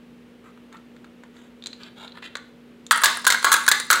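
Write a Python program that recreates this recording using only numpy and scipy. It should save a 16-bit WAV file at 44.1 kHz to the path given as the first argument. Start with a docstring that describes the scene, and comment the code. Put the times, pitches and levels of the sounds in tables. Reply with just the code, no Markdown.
"""A hollow plastic toy is shaken hard: its loose arms clack against their stops, chatter and tick.
Each hit makes the shell ring briefly, and a small room answers with an echo.
Before the shaking, a hand picks the toy off a table with soft clicks and rubs.
A low hum lies underneath, and a limiter squeezes the loudest peaks."""
import sys
import numpy as np
from scipy import signal
from scipy.io import wavfile
from scipy.ndimage import uniform_filter1d, minimum_filter1d

SR = 44100
rng = np.random.default_rng(int(sys.argv[2]) if len(sys.argv) > 2 else 0)


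def output_pcm(signal):
    """Save a mono or channel-first signal as 16-bit PCM at the path in sys.argv[1].

    Samples are clipped to [-1, 1] before scaling.
    """
    pcm = np.clip(np.atleast_2d(signal).T, -1, 1) * 32767
    wavfile.write(sys.argv[1], SR, np.round(pcm).astype(np.int16))


N = 4 * SR

# Spots where the shell is struck ("full", "hollow", "high"): knock_db, echo_db
SPOTS = {"full": (-4.5, 1), "hollow": (-8.5, -7.5), "high": (-2, 0)}


def shaking():
    """Arms clack on their stops and chatter as they settle. Gives the direct sound and the room's share."""
    # An arm hits its stop: start_s, spot, ring_db, crack_db, snap_db, tick_db, chatter_db
    clacks = [(2.9102, "full", -2, -8.5, -11.5, -18.5, -23), (3.036, "full", -2, -6, -8, -14.5, -16.5),
              (3.0576, "high", -9.5, -10, -9.5, -35, -51), (3.2673, "hollow", 5, -3, -1.5, -4.5, -12.5),
              (3.303, "high", -7.5, -9, -10, -16, -37), (3.3234, "full", -23, -20.5, -21, -38, -41),
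              (3.344, "hollow", -17.5, -34, -36, -42, -56), (3.445, "full", 0, -8.5, -8.5, -16, -22),
              (3.518, "full", -3.5, -12, -10.5, -10, -19), (3.540, "full", -8.5, -13.5, -11.5, -13, -39),
              (3.6796, "hollow", 1, -7.5, -8, -16, -14.5), (3.715, "high", -5.5, -6.5, -8, -12, -28),
              (3.9027, "full", -0.5, -8, -10, -13, -16.5), (3.9293, "high", -10.5, -16, -12.5, -16.5, -47)]
    chatter_delay_s = .0055
    chatter_boost_db = [1.5, 1.5, 2.3, 6.7]  # ring, crack, snap, tick
    direct, to_room = np.zeros((2, N))
    for start_s, spot, *parts_db, chatter_db in clacks:
        knock_db, echo_db = SPOTS[spot]
        clack = amp(parts_db) @ contact(knock_db, spot)
        bounces = scrape(contact(knock_db, spot), length_s=.0055, hits_per_s=1300, spread_db=3.5)
        chatter = amp(chatter_db) * amp(chatter_boost_db) @ np.array([burst(part) for part in bounces])
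        for at_s, sound in (start_s, clack), (start_s + chatter_delay_s, chatter):
            add(direct, at_s, sound)
            add(to_room, at_s, amp(echo_db) * sound)
    return direct, to_room


def contact(knock_db=0, spot="full"):
    """One hit on plastic in four parts, low to high: ring (with a dull knock), crack, snap and tick."""
    # The tone of each noisy part of a hit: pitch_hz, level_db
    knock_tone = [(40, -32), (150, -26), (350, -7.5), (520, -0.5), (750, -2.5), (1200, 7), (1900, 9),
                  (4000, -19.5)]
    crack_tone = [(1500, -23.5), (2400, -3.5), (3000, -4.5), (3550, 3), (4200, 4), (4750, -1.5),
                  (7500, -44.5)]
    snap_tone = [(3800, -27.5), (5200, -4), (5900, 0), (7200, 5.5), (8000, 1.5), (10500, -15.5)]
    tick_tone = [(6500, -32.5), (8400, -7.5), (9550, -5.5), (11400, -13.5), (16000, -14.5)]
    knock = strike(knock_tone, fade_s=.027)
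    crack = strike(crack_tone, fade_s=.037)
    snap = strike(snap_tone, fade_s=.028)
    tick = strike(tick_tone, fade_s=.022)
    ring = burst(shell_ring(spot) + amp(knock_db) * knock)
    return np.array([ring, crack, snap, tick])


def strike(tone, fade_s):
    """A sharp first pulse, then a scatter of noise that fades by 60 dB in fade_s."""
    t = np.arange(3000) / SR
    pulse = 4.7 * (t == 0)
    scatter = rng.standard_normal(len(t)) * amp(-60 * t / fade_s)
    return burst(colour(pulse + scatter, tone))


def shell_ring(spot):
    """The hollow shell rings at several pitches; the spot struck sets how strong each one is."""
    # The shell's own notes, with a level for each spot: pitch_hz, full_db, hollow_db, high_db
    notes = [(934, -14.5, -20, -29), (1057, -7, -6.5, -22), (1082, -3.5, -10.5, -22), (1298, -6.5, -22, -8),
             (1501, -9, -3.5, -24), (1598, -6.5, 0, -10.5), (1643.5, -2, -1, -5.5), (1694, -12.5, -29, 2),
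             (2084, -17, -14.5, 2.5)]
    fade_s, spread_db, detune = .024, 1.8, .008
    t = np.arange(3000) / SR
    ring = np.zeros(len(t))
    for k, (pitch_hz, *spot_db) in enumerate(notes):
        level_db = spot_db[list(SPOTS).index(spot)] + spread_db * rng.standard_normal()
        hz = pitch_hz * (1 + detune * rng.standard_normal())
        ring += (-1) ** k * amp(level_db - 60 * t / fade_s) * np.cos(2 * np.pi * hz * t)
    band = signal.butter(2, [830, 1830], "bandpass", fs=SR, output="sos")
    return burst(signal.sosfilt(band, ring))


def rattling():
    """Small loose parts tick, hardly ringing the shell; the smallest jiggle at random."""
    # Ticks between the clacks: start_s, crack_db, tick_db
    rattles = [(2.9263, -51, -25), (2.96, -52, -26.5), (2.975, -34, -24.5), (3.0176, -44, -27.5),
               (3.022, -54, -29), (3.1713, -51, -27), (3.245, -34, -39), (3.251, -24, -31),
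               (3.428, -28, -36), (3.565, -26, -26), (3.665, -29, -28), (3.7998, -25, -25.5),
               (3.945, -36, -34), (3.958, -28, -31)]
    # The thin tone of the loose parts: pitch_hz, level_db
    rattle_tone = [(7000, -6), (9800, -2), (12500, -14), (15000, -12)]
    ring_db, jiggles_per_s = -24, 70
    ticks = np.zeros(N)
    for start_s, crack_db, tick_db in rattles:
        snap_db = (crack_db + tick_db) / 2
        add(ticks, start_s, amp([ring_db, crack_db, snap_db, tick_db]) @ contact())
    t = np.arange(N) / SR
    hits = (rng.random(N) < jiggles_per_s / SR) * (t > 2.92)  # only during the shaking
    strength = amp(-42.5 + 2 * np.minimum(rng.exponential(1, N), 2))
    jiggle = signal.fftconvolve(hits * strength, contact()[-1])[:N]  # the tick part alone
    return colour(ticks + jiggle, rattle_tone)


def handling():
    """Fingers grip and turn the toy: soft clicks and rubs, duller than the clacks."""
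    # The toy's joints click and ring: start_s, pitch_hz, ring_db, snap_db
    joints = [(1.624, 3630, -47, -63), (1.639, 3860, -44, -53), (1.66, 4000, -35, -41.5),
              (1.6698, 4080, -37.5, -38), (1.731, 4160, -41.5, -54), (1.834, 4560, -41.5, -55.5),
              (2.0785, 3860, -44.5, -66), (2.121, 4030, -48.5, -72), (2.866, 3640, -47, -42.5)]
    # Fingers tap the toy; the row at 2.369 s is the toy rebounding just after the knock before it: start_s,
    # ring_db, crack_db, snap_db
    taps = [(0.575, -54.5, -72, -80), (.727, -51.5, -56, -57), (0.7685, -54, -57, -61),
            (.965, -53.5, -61, -69), (1.044, -48.5, -57, -65), (1.236, -47.5, -63, -62),
            (1.366, -57, -57, -65), (2.174, -44, -54, -75), (2.2258, -42, -49, -71),
            (2.3539, -31, -34.5, -43), (2.369, -42, -46, -44.5)]
    # Skin rubs on plastic: start_s, length_s, ring_db, crack_db, snap_db
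    strokes = [(0.427, 0.082, -56, -64, -70), (0.721, 0.043, -50, -59, -81),
               (1.334, 0.15, -61.5, -62, -66.5), (1.792, 0.1, -55, -46, -64.5),
               (1.958, 0.14, -51.5, -44, -61), (2.14, 0.053, -50.5, -47.5, -74),
               (2.222, 0.059, -47, -38, -55.5)]
    # The tone of rubbing, and of all the handling: pitch_hz, level_db
    rub_tone = [(1000, 2.5), (2450, -1.5), (3500, 0), (4300, -14), (5600, -6), (7200, -2), (10000, 3.5)]
    finger_tone = [(200, 4), (2000, 0), (4100, 0.5), (5000, -4), (6300, -1.5), (7100, 0.5), (13000, -11)]
    knock_db, tick_offset_db = 14, -9.5
    clicks, rubs = np.zeros((2, N))
    for start_s, pitch_hz, ring_db, _ in joints:
        add(clicks, start_s, amp(ring_db) * joint_ring(pitch_hz, fade_s=.015))
    # Each joint also gives a weaker shell ring and crack.
    joint_clicks = [(start_s, db - 16, db - 4, snap_db) for start_s, _, db, snap_db in joints]
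    for start_s, ring_db, crack_db, snap_db in taps + joint_clicks:
        gains = amp([ring_db, crack_db, snap_db, snap_db + tick_offset_db])
        add(clicks, start_s, gains @ contact(knock_db))
    for start_s, length_s, ring_db, crack_db, snap_db in strokes:
        parts = scrape(contact(knock_db), length_s, hits_per_s=700, spread_db=3)
        parts = parts / parts[:, :int(length_s * SR)].std(1, keepdims=True)
        gains = amp([ring_db, crack_db, snap_db, snap_db + tick_offset_db])
        add(rubs, start_s, gains @ parts)
    return colour(clicks + colour(rubs, rub_tone), finger_tone)


def joint_ring(pitch_hz, fade_s):
    """A small joint rings at one pitch and dies away."""
    t = np.arange(0, fade_s, 1 / SR)
    return burst(amp(-60 * t / fade_s) * np.sin(2 * np.pi * pitch_hz * t))


def scrape(parts, length_s, hits_per_s, spread_db):
    """A run of tiny hits swells and fades, each one repeating the four parts of a contact."""
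    longest = SR // 4
    strength = amp(spread_db * np.minimum(rng.exponential(1, longest), 4))
    sign = rng.choice([-1, 1], longest)
    hits = rng.random(longest) < hits_per_s / SR
    hits[0] = True
    run = (strength * sign * hits)[:int(length_s * SR)]
    swell = np.sin(np.pi * np.linspace(.1, .9, len(run)))
    return signal.fftconvolve(parts, (run * swell)[None], axes=1)


def room(sound):
    """The pattern of echoes changes as the toy moves: three echo tails take turns."""
    cycle_s, echo_db = .35, -10.5
    turns = np.arange(N) / SR / cycle_s
    shares = np.maximum(np.cos(2 * np.pi * (turns - np.arange(3)[:, None] / 3)), 0)
    shares = shares / np.linalg.norm(shares, axis=0)
    return amp(echo_db) * sum(signal.fftconvolve(sound * share, echo_tail())[:N] for share in shares)


def echo_tail():
    """Many reflections blur into one tail; the highest treble dies first."""
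    # How long the echo takes to fall by 60 dB: pitch_hz, fade_s
    fade_times = [(250, 0.42), (1700, 0.38), (4500, 0.51), (8000, 0.43), (14000, 0.33)]
    # The tone of the room: pitch_hz, level_db
    room_tone = [(150, -2), (600, -2.5), (1500, 1), (4000, -4.5), (7000, -8), (15000, -11)]
    echoes_per_s, delay_s, build_s = 6000, .006, .012
    t = np.arange(SR * 3 // 4) / SR
    reflections = rng.choice([-1., 1.], len(t)) * (rng.random(len(t)) < echoes_per_s / SR)
    hz, age_s, spectrum = signal.stft(reflections, SR, nperseg=256)
    fade = amp(-60 * age_s / read(fade_times, hz)[:, None])
    echo = signal.istft(spectrum * fade, SR, nperseg=256)[1][:len(t)]
    echo *= np.clip((t - delay_s) / build_s, 0, 1)
    return colour(echo / np.linalg.norm(echo), room_tone) / amp(read(room_tone, 1400))


def background():
    """The wavering hum of an appliance over quiet room air."""
    # The notes of the hum: pitch_hz, level_db
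    hum_notes = [(59.5, -72), (184, -67), (240, -50.5), (468, -65.5)]
    # The tone of the air: pitch_hz, level_db
    air_tone = [(25, -48), (48, -29), (82, -25), (175, -15), (270, -15), (480, -16.5), (695, -28),
                (1370, -30), (2990, -32.5), (5430, -45), (16000, -54)]
    t = np.arange(N) / SR
    hum = np.zeros(N)
    for pitch_hz, level_db in hum_notes:
        peak = np.sqrt(2) * amp(level_db + .8 * drift())
        hum += peak * np.sin(2 * np.pi * pitch_hz * t + .15 * drift())
    air = unit(colour(rng.standard_normal(N), air_tone))
    return hum + amp(-52.5) * air


def drift():
    """A slow random wander."""
    t = np.arange(N) / SR
    rates_hz = np.geomspace(.5, 10, 12)
    return unit(sum(np.sin(2 * np.pi * (hz * t + rng.random())) / np.sqrt(hz) for hz in rates_hz))


def amp(db):
    """Turns decibels into a gain."""
    return 10 ** (np.asarray(db) / 20)


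def unit(sound):
    """Scales a sound to an average level (rms) of 1."""
    return sound / np.sqrt(np.mean(sound ** 2) + 1e-20)


def burst(sound):
    """Scales a short sound to the energy of 10 ms at level 1."""
    return sound * np.sqrt(.01 * SR / (np.sum(sound ** 2) + 1e-20))


def read(table, hz):
    """Looks up a pitch in a table, sliding between its rows."""
    pitches_hz, values = np.transpose(table)
    return np.interp(np.log(hz + 1), np.log(pitches_hz), values)


def add(mix, start_s, sound):
    """Mixes a sound in at start_s."""
    part = mix[round(start_s * SR):][:len(sound)]
    part += sound[:len(part)]


def colour(sound, tone):
    """Filters a sound to the given tone, with no ringing ahead of a hit."""
    hz = abs(np.fft.fftfreq(4096, 1 / SR))
    log_gain = np.log(amp(read(tone, hz)))
    response = np.fft.ifft(np.exp(np.conj(signal.hilbert(log_gain)))).real
    return signal.fftconvolve(sound, response[:len(response) // 2])[:len(sound)]


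def scene():
    """The toy, its echo in the room and the background, in one channel."""
    clacks, clacks_to_room = shaking()
    rattle, fingers = rattling(), handling()
    echo = room(clacks_to_room + rattle + amp(3) * fingers)  # more echo while held further away
    return (clacks + rattle + fingers + echo + background())[None]


def record(dry):
    """A fast limiter turns peaks down, a soft ceiling rounds them, and the top treble is cut."""
    limit_db, recover_db_per_s, ceiling, cutoff_hz = -.5, 711, .88, 15850
    over_db = np.maximum(20 * np.log10(abs(dry[0]) + 1e-9) - limit_db, 0)
    recovery_db = np.arange(N) * recover_db_per_s / SR
    cut_db = np.maximum.accumulate(over_db + recovery_db) - recovery_db
    limited = dry * amp(uniform_filter1d(minimum_filter1d(-cut_db, size=13), size=13))
    rounded = limited / (1 + (limited / ceiling) ** 6) ** (1 / 6)
    treble_cut = signal.firwin(601, cutoff_hz, window=("kaiser", 8), fs=SR)
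    return signal.oaconvolve(rounded, treble_cut[None], "same")


dry = scene()
out = record(dry)
output_pcm(out)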